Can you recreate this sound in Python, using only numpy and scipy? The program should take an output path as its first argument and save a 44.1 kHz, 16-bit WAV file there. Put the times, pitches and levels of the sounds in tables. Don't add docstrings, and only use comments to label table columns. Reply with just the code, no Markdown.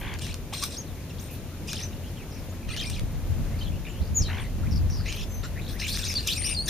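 import sys
import numpy as np
from scipy import signal
from scipy.fft import rfft, irfft
from scipy.io import wavfile
from scipy.ndimage import uniform_filter1d

SR = 44100
rng = np.random.default_rng(int(sys.argv[2]) if len(sys.argv) > 2 else 0)


def volts_from_db(level):
    exponent = np.asarray(level, float) / 20
    return 10 ** exponent


def wav_out(sig):
    wavfile.write(sys.argv[1], SR, np.round(np.clip(np.atleast_2d(sig).T, -1, 1) * 32767).astype(np.int16))


N = 295029

# full_voice_s, length_ms, level_db, throat_hz, brightness_db (above 10 kHz)
SQUAWK_EVENTS = [(0.0, 66, -48, 2300, 3), (0.05, 120, -46, 2200, -15), (0.145, 30, -53, 2820, -15),
                 (0.22, 93, -32, 4800, -17), (0.537, 120, -28.5, 5300, -8), (0.627, 40, -26.5, 5500, -3.5),
                 (0.66, 110, -35, 5200, -13), (1.195, 93, -45.5, 4870, 1), (1.31, 77, -48.5, 3500, 9.5),
                 (1.68, 58, -33, 4600, -9), (1.735, 120, -34, 4140, -18), (2.69, 90, -35, 3000, -14),
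                 (2.77, 93, -33, 3300, -11), (2.858, 122, -36.5, 4670, -14), (3.605, 57, -44, 3400, -5),
                 (4.22, 70, -43, 5500, -17), (4.29, 190, -43, 3000, -17), (5.061, 180, -36, 3870, -7),
                 (5.436, 38, -35, 3000, -9), (5.69, 72, -39, 4270, -4), (5.80, 50, -28, 4400, -8.5),
                 (5.87, 185, -28.5, 4900, -5), (6.052, 370, -32.5, 4650, -9.5), (6.272, 93, -25, 4930, -4),
                 (6.445, 100, -31.5, 4900, -9), (6.682, 33, -20.5, 4500, -8)]
SQUAWK_RISE_DB_PER_S, SQUAWK_SAG_DB, SQUAWK_FALL_DB_PER_S = 1500, 7.5, 900
FAR_FLOCK_DB, FAR_FLOCK_HZ, FAR_FLOCK_BRIGHT_DB = -58, 3600, 0
BIRDS_PAN_DB = 2

# time_s, pitch_hz, level_db
FALLING_CALL = [
    (4.144, 6700, -38),
    (4.165, 6970, -23.5),
    (4.187, 6680, -21.5),
    (4.205, 6050, -36),
    (4.217, 5550, -33),
    (4.227, 5150, -31.5),
    (4.24, 4500, -41),
    (4.255, 4050, -37),
    (4.288, 3900, -36.5),
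]
STUTTER_FROM_S, STUTTERS_PER_S, STUTTER_RISE = 4.2015, 120, 0.16
# time_s, pitch_hz, level_db
ARCH_WHISTLE = [
    (6.046, 5110, -32),
    (6.056, 6200, -39),
    (6.073, 6790, -38),
    (6.086, 6000, -34),
    (6.095, 5370, -34.5),
    (6.112, 5000, -35),
    (6.118, 5900, -28),
    (6.125, 7340, -35),
]
# time_s, pitch_hz, level_db
DIP_WHISTLE = [
    (6.152, 4410, -31),
    (6.166, 4800, -31),
    (6.177, 4350, -24),
    (6.19, 4100, -32),
    (6.2, 4270, -39),
    (6.208, 4800, -38),
    (6.22, 4700, -40),
]
# time_s, pitch_hz, level_db
CREST_WHISTLE = [
    (6.415, 3830, -47),
    (6.445, 4840, -35),
    (6.46, 5650, -30),
    (6.478, 5800, -38),
    (6.498, 5450, -37),
]
# time_s, pitch_hz, level_db
ARCHED_WHISTLES = [
    [(0.766, 4000, -40), (0.772, 5200, -37), (0.783, 6600, -37), (0.795, 6400, -37), (0.805, 6500, -42),
     (0.822, 5500, -47)],
    [(1.688, 6000, -50), (1.702, 7000, -43), (1.712, 6100, -43), (1.722, 5000, -33), (1.729, 5400, -45)],
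    [(1.816, 3600, -42), (1.822, 5000, -38), (1.833, 6200, -35), (1.848, 6000, -40), (1.87, 5900, -50)],
    [(2.856, 3500, -42), (2.862, 4900, -42), (2.872, 5500, -39), (2.881, 5850, -39)],
    [(2.688, 2600, -50), (2.708, 2400, -43), (2.72, 2500, -40), (2.728, 3000, -43)],
]
# time_s, pitch_hz, level_db
HIGH_WHISTLE = [
    (6.352, 8550, -51),
    (6.385, 8870, -40),
    (6.41, 8990, -34),
    (6.49, 8940, -33),
    (6.528, 9100, -34),
    (6.545, 8900, -49),
    (6.58, 8590, -51),
    (6.69, 9230, -46),
]
# time_s, pitch_hz, level_db
LOW_WHISTLE = [
    (6.562, 4460, -35),
    (6.585, 4220, -29),
    (6.61, 4370, -31.5),
    (6.645, 4630, -47.5),
    (6.68, 4600, -45),
]
# time_s, pitch_hz, level_db
FAR_WHISTLE = [
    (5.27, 6300, -63),
    (5.344, 6140, -46.5),
    (5.42, 6270, -56),
]

# start_s, length_ms, start_hz, end_hz, level_db
CHIRPS = [(0.541, 12, 3840, 4400, -41), (0.53, 16, 2000, 3600, -45), (0.545, 14, 1900, 2900, -47),
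          (0.56, 8, 4600, 5100, -44), (1.183, 25, 3000, 7000, -50), (2.71, 14, 3610, 3300, -46),
          (2.728, 18, 3700, 4700, -44), (2.742, 13, 3400, 2200, -44), (1.886, 12, 4600, 6800, -56),
          (1.74, 8, 7000, 6000, -45), (5.089, 9.5, 2470, 3050, -40.5), (5.797, 16, 3500, 6500, -38),
          (5.201, 17, 5100, 5850, -47), (5.223, 18, 4600, 5400, -48), (6.158, 30, 3300, 3800, -44),
          (5.843, 20, 5800, 7400, -42), (5.932, 9, 6130, 4300, -35), (5.986, 12, 7200, 5000, -40),
          (6.106, 6, 7200, 6200, -39), (6.12, 14, 5400, 4600, -40), (6.128, 14, 6300, 5300, -41),
          (2.774, 10, 7200, 5400, -44), (6.26, 17, 2880, 2455, -43.5), (6.365, 19.5, 4540, 5840, -36.5),
          (6.503, 23, 4730, 5100, -43), (2.08, 12, 4800, 5400, -58), (2.495, 22, 6300, 7200, -57),
          (1.02, 10, 4500, 5000, -56)]
CHIRP_HALFWAY = 0.65
# start_s, length_ms, pitch_hz, level_db
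PIPS = [(1.713, 14, 2400, -45), (4.236, 34, 3080, -51), (2.82, 14, 3150, -40), (2.862, 30, 2350, -44),
        (5.812, 6, 4100, -38), (5.305, 16, 7260, -54), (2.734, 10, 2000, -42.5), (2.801, 13, 3150, -35),
        (3.612, 16, 3050, -40), (5.082, 24, 6620, -47), (5.44, 18, 7200, -49), (5.918, 13, 4350, -41),
        (6.548, 11, 4680, -35)]
PIP_ARCH = 0.0283

# crest_s, length_ms, trough_hz, crest_hz, level_db
SCOOPS = [(0.218, 16, 2300, 3600, -48), (0.231, 13, 2800, 4000, -47), (0.244, 13, 2700, 4000, -47),
          (0.262, 18, 2600, 4300, -50), (0.285, 18, 2400, 3400, -49), (0.308, 22, 2200, 4200, -46),
          (0.329, 20, 2600, 4500, -48), (0.731, 12, 3700, 5400, -50), (0.744, 12, 3700, 5100, -49),
          (0.751, 8, 3600, 5400, -49), (1.696, 15, 2500, 3600, -43), (1.71, 14, 2700, 3700, -46),
          (1.761, 20, 2800, 5200, -43), (1.783, 21, 3000, 5400, -42), (1.802, 19, 2700, 5500, -44),
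          (2.781, 12, 2900, 3500, -42), (2.796, 15, 3000, 3800, -40), (2.817, 21, 3000, 5400, -38),
          (2.838, 20, 2400, 5000, -41), (2.857, 19, 2100, 3600, -41), (2.921, 14, 2500, 3500, -46),
          (2.936, 15, 2700, 4200, -49), (2.956, 19, 3300, 6200, -45), (2.978, 21, 2400, 5100, -47),
          (2.996, 18, 2200, 4000, -47), (5.883, 13, 2700, 3700, -39), (5.895, 12, 3200, 4300, -37),
          (5.91, 13, 3500, 4600, -39), (5.922, 12, 4000, 4800, -38), (5.933, 11, 4200, 6100, -36),
          (5.945, 12, 4000, 5300, -35), (5.958, 13, 4000, 5300, -34), (5.967, 9, 4400, 6200, -36),
          (5.995, 18, 3200, 4300, -41), (6.025, 14, 3500, 6000, -43), (6.045, 16, 3400, 4700, -39)]
SCOOP_POINT, SCOOP_PAST_CREST = 2.5, 0.15
SCOOP_ENTRY, SCOOP_ROUGH = 0.65, 0.024

# start_s, length_ms, start_hz, end_hz, level_db
SLOW_TRILLS = [
    (1.097, 16, 3200, 3080, -49),
    (6.408, 45, 2600, 2600, -45),
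]
# start_s, length_ms, start_hz, end_hz, level_db
FAST_TRILLS = [
    (5.058, 56.8, 2343, 2816, -40.5),
    (5.118, 120, 2700, 3200, -44.5),
]
# start_s, length_ms, start_hz, end_hz, level_db
GARGLES = [
    (5.817, 54, 2336, 2850, -36),
    (6.281, 58, 2895, 4210, -29.5),
    (6.503, 32, 2450, 2700, -42),
    (6.446, 88, 2755, 2570, -39),
]
# start_s, length_ms, start_hz, end_hz, level_db
RATTLES = [
    (0.012, 150, 950, 960, -45),
    (4.281, 150, 800, 1000, -44.5),
]
# start_s, length_ms, start_hz, end_hz, level_db
BUZZES = [(3.58, 105, 4900, 3000, -55), (3.85, 65, 2400, 2950, -46), (4.01, 90, 4100, 5100, -57),
          (4.712, 70, 5300, 4800, -48), (4.89, 170, 5800, 4300, -50), (5.561, 45, 1700, 2600, -46),
          (5.612, 110, 3800, 4200, -51), (5.732, 55, 1400, 2400, -51), (4.632, 45, 1300, 2400, -52),
          (2.312, 90, 5600, 5200, -57), (1.212, 70, 8350, 8300, -53), (6.656, 22, 8200, 3400, -46),
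          (6.539, 11, 6800, 3600, -42), (4.401, 45, 9000, 8500, -55), (5.986, 90, 1650, 1500, -55),
          (6.681, 12, 3800, 3400, -32), (6.058, 85, 2500, 2300, -46), (6.365, 42, 2650, 2300, -43),
          (4.42, 60, 2300, 1900, -52), (5.0, 65, 1300, 2300, -53)]
# start_s, length_ms, start_hz, end_hz, level_db
BARKS = [
    (0.525, 15, 800, 1100, -41),
    (0.621, 24, 1080, 1250, -38),
    (5.435, 28, 1460, 1450, -46),
    (0.14, 18, 1600, 1650, -50),
]
# start_s, length_ms, start_hz, end_hz, level_db
FAR_CALLS = [(0.865, 50, 4200, 3500, -58), (0.97, 50, 1900, 2600, -58), (1.29, 70, 2400, 2600, -57),
             (1.51, 45, 1330, 1350, -57), (1.924, 14, 2800, 2750, -52), (1.926, 12, 3600, 4000, -55),
             (2.03, 60, 2800, 3300, -58), (2.17, 65, 3200, 2200, -55), (2.36, 40, 2500, 2400, -56),
             (2.525, 30, 1200, 1900, -57), (2.615, 50, 2400, 2400, -56), (3.515, 80, 1900, 2600, -57),
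             (3.625, 30, 4200, 3900, -54), (3.66, 28, 3300, 3100, -53), (3.72, 55, 2600, 2900, -55),
             (3.868, 18, 1950, 1900, -52), (3.85, 25, 3800, 3500, -54), (3.93, 90, 2800, 3300, -57),
             (3.88, 45, 7300, 7300, -58), (1.79, 60, 2100, 1800, -55), (2.706, 45, 8400, 9300, -49),
             (2.85, 65, 8900, 8300, -47), (0.215, 40, 8700, 8600, -53), (6.055, 28, 4900, 4800, -41)]
# time_s, peak_db, knock_db (relative to the crack)
BILL_SNAPS = [(0.139, -35.5, 0.5), (0.188, -23, -16), (0.1934, -22.5, -14), (0.267, -32.5, -0.5),
              (0.3423, -26, -2.5), (0.637, -12.5, -15), (0.6384, -4.5, -33), (1.675, -27, -20),
              (1.732, -14.5, -13), (1.814, -28, -8), (2.765, -24, -7), (2.899, -17, -14), (2.903, -17, -21),
              (2.911, -24, -25), (2.995, -28, -6), (4.9, -33, -7.5), (5.1254, -37, 6), (5.9728, -19.5, -10),
              (6.0412, -35, 3), (6.102, -21, -11), (6.14, -14, -25), (6.2285, -26, -12), (6.2745, -2, -27),
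              (6.4982, -16.5, -14)]

# time_s, level_db
WIND_LEVEL = [(0.0, -34.5), (0.15, -37.5), (0.8, -46), (0.9, -42.5), (2.37, -41), (2.75, -36.5),
              (2.93, -26.5), (3.2, -31), (3.37, -25.5), (3.58, -30), (3.75, -24.5), (3.9, -37), (4.3, -29),
              (4.52, -28.5), (4.6, -24), (4.79, -21), (5.12, -31.5), (6.4, -35), (6.68, -32)]
# time_s, above_wind_db
BUFFETS = [
    (0.31, 13.5),
    (2.69, 13.5),
    (3.04, 5.5),
    (3.14, 2.5),
    (3.31, 5),
    (3.41, 4),
    (4.02, 14.5),
    (4.12, 13),
    (4.215, 13.5),
    (5.0, 3),
]
BUFFET_WIDTH_S = 0.041
# frequency_hz, density_db (per Hz)
WIND_COLOUR = [(15, -25), (30, 11), (60, 15.5), (110, -1), (200, -12.5), (400, -34)]
# frequency_hz, density_db (per Hz)
AIR_COLOUR = [(20, -22), (60, -10.5), (140, -6), (250, -12), (420, -19.5), (560, -20), (800, -27),
              (1300, -32), (2600, -32), (4500, -36.5), (7000, -35), (10000, -39.5), (13500, -37),
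              (15500, -38)]
# frequency_hz, correlation (1 = alike)
AIR_LIKENESS = [(60, 1), (180, 1), (550, 0.88), (1650, 0.75), (4970, -0.096), (15000, -0.27)]
AIR_DB = -39.2
HUM_HZ, HUM_WIDTH_HZ, HUM_DB = 86.55, 7.2, -38
NOTCH_HZ, NOTCH_WIDTH_HZ = 7820, 330


def hoarse():
    db, throat_hz, bright_db = squawking()
    chaos = 0
    for hz in (1500, 2300):
        jumping = voice(hz * np.exp(0.2 * drift(80)), np.zeros(5))
        chaos = chaos + jumping * volts_from_db(4.54 * np.clip(drift(49), -3, 1.5))
    breath = rng.standard_normal((2, N)) * volts_from_db(3.5 * np.clip(drift(120), -3, 1.3))
    source = rms_one(chaos) + 0.67 * rms_one(breath)
    low, power = 0, 0
    for hz in 1400 * 1.4 ** np.arange(6):
        gain = volts_from_db(-8.0 * np.log2(hz / throat_hz) ** 2)
        low = low + gain * volts_from_db(1.6 * drift(25)) * band(source, hz / 1.18, hz * 1.18)
        power = power + gain ** 2
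    high = band(breath + 0.11 * chaos, low_hz=9700, high_hz=15600)
    high = high * volts_from_db(bright_db - 5.5 + 3.2 * drift(30))
    return (low / np.sqrt(power) + high) * sides(volts_from_db(db - 1.17), BIRDS_PAN_DB)


def squawking():
    t = np.arange(0, N / SR + 0.002, 0.001)
    s, ms, db, hz, bright_db = np.transpose(SQUAWK_EVENTS)[:, :, None]
    since, length = t - s, ms / 1000
    rise = SQUAWK_RISE_DB_PER_S * np.minimum(since, 0)
    sag = SQUAWK_SAG_DB * np.clip(since / length, 0, 1)
    fall = SQUAWK_FALL_DB_PER_S * np.maximum(since - length, 0)
    power, far = volts_from_db(2 * (db + rise - sag - fall)), volts_from_db(2 * FAR_FLOCK_DB)
    total = power.sum(axis=0) + far
    throat_hz = ((power * hz).sum(axis=0) + far * FAR_FLOCK_HZ) / total
    bright_db = ((power * bright_db).sum(axis=0) + far * FAR_FLOCK_BRIGHT_DB) / total
    return in_time(np.transpose([t, 10 * np.log10(total), throat_hz, bright_db]))


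def whistle(rows, overtone_db, pan_db, stutter_s=np.inf):
    span = slice(round(rows[0][0] * SR), min(round(rows[-1][0] * SR), N))
    t = np.arange(N)[span] / SR
    s, hz, db = np.transpose(rows)
    hz, db = np.interp(t, s, hz), np.interp(t, s, db)
    gate = np.clip(np.minimum(t - s[0], s[-1] - t) / 0.0035, 0, 1)
    along = np.maximum(t - stutter_s, 0) * STUTTERS_PER_S % 1
    broken = t > stutter_s
    hz = hz * (1 + broken * STUTTER_RISE * (along - 0.5)) * (1 + 0.009 * drift(110)[span])
    gate = gate * np.where(broken, np.sqrt(np.sin(np.pi * along)), 1)
    level = volts_from_db(db + 2.6 * np.clip(drift(90)[span], -3, 1.5))
    out = np.zeros(N)
    out[span] = gate * level * voice(hz, [0, overtone_db])
    return sides(out, pan_db)


def sweeps():
    out = np.zeros(N)
    notes = [(s, ms, a, a + CHIRP_HALFWAY * (c - a), c, db) for s, ms, a, c, db in CHIRPS]
    notes += [(s, ms, hz, hz * (1 + PIP_ARCH), hz, db) for s, ms, hz, db in PIPS]
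    for s, ms, a, b, c, db in notes:
        def pitch(u):
            return a + (4 * b - 3 * a - c) * u + 2 * (a + c - 2 * b) * u * u
        add(out, s, ms, pitch, db, [1.5, -25], fade_ms=4.4)
    return out * volts_from_db(2.0 * drift(90))


def scoops():
    out, tremble = np.zeros(N), drift(260)
    for s, ms, low, top, db in SCOOPS:
        def pitch(u):
            lift = np.abs(np.cos(np.pi * (u + SCOOP_PAST_CREST))) ** SCOOP_POINT
            lift = lift * np.where(u < 0.4, SCOOP_ENTRY, 1)
            return (low + (top - low) * lift) * (1 + SCOOP_ROUGH * tremble[int(s * SR):][:len(u)])
        start_s = s - (1 - SCOOP_PAST_CREST) * ms / 1000
        add(out, start_s, ms, pitch, db, [1.5, -9.0], fade_ms=3.0)
    return out * volts_from_db(2.8 * np.clip(drift(130), -3, 1.5))


def warbles(rows, rate, swing, uneven, rough, overtones_db, unsteady_db):
    out, tremble = np.zeros(N), drift(316)
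    lucks = rng.uniform(0, 2 * np.pi, (len(rows), 2))
    for (s, ms, a, b, db), luck in zip(rows, lucks):
        def pitch(u):
            beat = 2 * np.pi * rate * ms / 1000 * u
            stray = np.sin(1.7 * beat + luck[0]) + 0.45 * np.sin(0.4 * beat + luck[1])
            wobble = np.cos(beat) + uneven * stray
            shake = np.resize(tremble[int(s * SR):], len(u))
            return (a + (b - a) * u) * (1 + swing * wobble + rough * shake)
        add(out, s, ms, pitch, db, overtones_db, fade_ms=7.0)
    return out * volts_from_db(unsteady_db * np.clip(drift(165), -3, 1.5))


def snaps():
    out, t = np.zeros(N), np.arange(300) / SR
    grits = rng.standard_normal((len(BILL_SNAPS), 2, 300))
    for (s, db, low_db), grit in zip(BILL_SNAPS, grits):
        crack = band(grit[0], low_hz=5200, high_hz=12700) * np.exp(-t / 0.00054) * 0.3
        knock = volts_from_db(low_db) * band(grit[1], low_hz=1280, high_hz=6800) * np.exp(-t / 0.0016) * 1.43
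        at = round(s * SR)
        out[at:at + 300] += volts_from_db(db) * (crack + knock)
    return out


def yard(x):
    t = np.arange(round(0.3 * SR)) / SR
    tail = rng.standard_normal((2, len(t))) * volts_from_db(-60 * t / 0.15)
    tail *= np.clip((t - 0.004) / 0.0031, 0, 1)
    tail /= np.sqrt(np.sum(tail ** 2, axis=1, keepdims=True))
    return signal.fftconvolve(x, tail, axes=1)[:, :N]


def wind():
    db = wind_db()
    shared, left, right = (coloured(rng.standard_normal(N) * volts_from_db(0.6 * drift(20)), WIND_COLOUR)
                           for k in range(3))
    ports = 0.5 * shared + np.array([left, right])
    gust = band(ports, 12, 70) + volts_from_db(-4.5 + 0.6 * (db + 33)) * band(ports, 70, 400)
    return sides(gust * volts_from_db(db + 1.5), 2.1)


def wind_db():
    t = np.arange(N) / SR
    buffets = sum(db * np.clip(1 - np.abs(t - s) / BUFFET_WIDTH_S, 0, 1) for s, db in BUFFETS)
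    return in_time(WIND_LEVEL)[0] + buffets


def air():
    hz = np.maximum(np.fft.rfftfreq(N, 1 / SR), 1)
    alike = np.clip(at_hz(AIR_LIKENESS, hz), -0.5, 0.98)
    mid, side = rfft(rng.standard_normal((2, N))) * volts_from_db(at_hz(AIR_COLOUR, hz))
    bed = irfft(np.sqrt(1 + alike) * mid + np.sqrt(1 - alike) * side * [[1], [-1]], N)
    b, a = signal.iirpeak(HUM_HZ, HUM_HZ / HUM_WIDTH_HZ, SR)
    hum = rms_one(signal.lfilter(b, a, rng.standard_normal(N)))
    swell_db = uniform_filter1d(in_time(WIND_LEVEL)[0], SR // 2) + 35
    bed = volts_from_db(AIR_DB + 0.5 * drift(2.1)) * rms_one(bed)
    return sides(bed + volts_from_db(HUM_DB + 0.4 * swell_db) * hum, 1.9)


def add(track, s, ms, pitch, db, overtones_db, fade_ms):
    t = np.arange(-fade_ms / 2, ms + fade_ms / 2, 1000 / SR)
    edge = np.sin(np.pi / 2 * np.clip(np.minimum(t - t[0], t[-1] - t) / fade_ms, 0, 1)) ** 2
    at = max(round((s + t[0] / 1000) * SR), 0)
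    note = volts_from_db(db) * edge * voice(pitch(np.clip(t / ms, 0, 1)), overtones_db)
    track[at:at + len(t)] += note[:N - at]


def voice(hz, overtones_db):
    turn = 2 * np.pi * np.cumsum(hz) / SR
    partials = 0
    for k, db in enumerate(overtones_db, 1):
        partials = partials + volts_from_db(db) * np.sin(k * turn) * (k * hz < SR / 2.5)
    return np.sqrt(2) * partials


def drift(rate):
    r = np.exp(-16 * np.pi * rate / SR)
    slow = signal.lfilter([1], [1, -2 * r, r * r], rng.standard_normal(N // 8 + 4002))[4000:]
    return np.interp(np.arange(N) / 8, np.arange(len(slow)), rms_one(slow))


def band(x, low_hz, high_hz):
    sos = signal.butter(2, [low_hz, high_hz], "band", fs=SR, output="sos")
    return rms_one(signal.sosfilt(sos, x))


def coloured(x, spectrum):
    hz = np.maximum(np.fft.rfftfreq(N, 1 / SR), 1)
    return irfft(rfft(x) * volts_from_db(at_hz(spectrum, hz)), N)


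def at_hz(points, hz):
    points = np.array(points)
    return np.interp(np.log(hz), np.log(points[:, 0]), points[:, 1])


def in_time(rows):
    s, *columns = np.transpose(rows)
    return [np.interp(np.arange(N) / SR, s, c) for c in columns]


def sides(x, pan_db):
    return x * volts_from_db([[pan_db / 2], [-pan_db / 2]])


def rms_one(x):
    return x / np.sqrt(np.mean(x ** 2) + 1e-20)


def scene():
    calls = sweeps() + scoops() + snaps()
    calls += warbles(SLOW_TRILLS, rate=46.0, swing=0.24, uneven=0.37, rough=0.04,
                     overtones_db=[0, -7, -17], unsteady_db=4.5)
    calls += warbles(FAST_TRILLS, rate=86.0, swing=0.15, uneven=0.3, rough=0.035,
                     overtones_db=[0, -7, -17], unsteady_db=3.5)
    calls += warbles(GARGLES, rate=72.0, swing=0.125, uneven=0.17, rough=0.022,
                     overtones_db=[0, -22], unsteady_db=2.5)
    calls += warbles(RATTLES, rate=59.0, swing=0.2, uneven=0.2, rough=0.035,
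                     overtones_db=[-4, 0, -1, -16], unsteady_db=3.5)
    calls += warbles(BUZZES, rate=100.0, swing=0.083, uneven=0.33, rough=0.0383,
                     overtones_db=[-0.6, -24], unsteady_db=6.5)
    calls += warbles(BARKS, rate=210.0, swing=0.044, uneven=0.37, rough=0.06,
                     overtones_db=[0.5, -12, -13, -6], unsteady_db=3.5)
    calls += warbles(FAR_CALLS, rate=85.0, swing=0.05, uneven=0.5, rough=0.03,
                     overtones_db=[0, -20], unsteady_db=4.5)
    birds = hoarse() + sides(calls, BIRDS_PAN_DB)
    birds += whistle(FALLING_CALL, -25, 3.7, STUTTER_FROM_S)
    birds += whistle(ARCH_WHISTLE, -16, 2.6)
    birds += whistle(DIP_WHISTLE, -25, 2.3)
    birds += whistle(CREST_WHISTLE, -17, 2.4)
    birds += sum(whistle(rows, -22, BIRDS_PAN_DB) for rows in ARCHED_WHISTLES)
    birds += whistle(HIGH_WHISTLE, -60, 10.0)
    birds += whistle(LOW_WHISTLE, -19, 1.7)
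    birds += whistle(FAR_WHISTLE, -7, 2.5)
    return birds + volts_from_db(-8) * yard(birds) + wind() + air()


def roll_off(x):
    return signal.sosfilt(signal.butter(12, 16210, fs=SR, output="sos"), x)


def record(dry):
    b, a = signal.iirnotch(NOTCH_HZ, NOTCH_HZ / NOTCH_WIDTH_HZ, SR)
    notched = signal.sosfilt([np.r_[b, a]] * 3, dry)
    mix = signal.sosfilt(signal.cheby2(12, 40, 15550, fs=SR, output="sos"), notched)
    return roll_off(mix)


dry = scene()
out = record(dry)
wav_out(out)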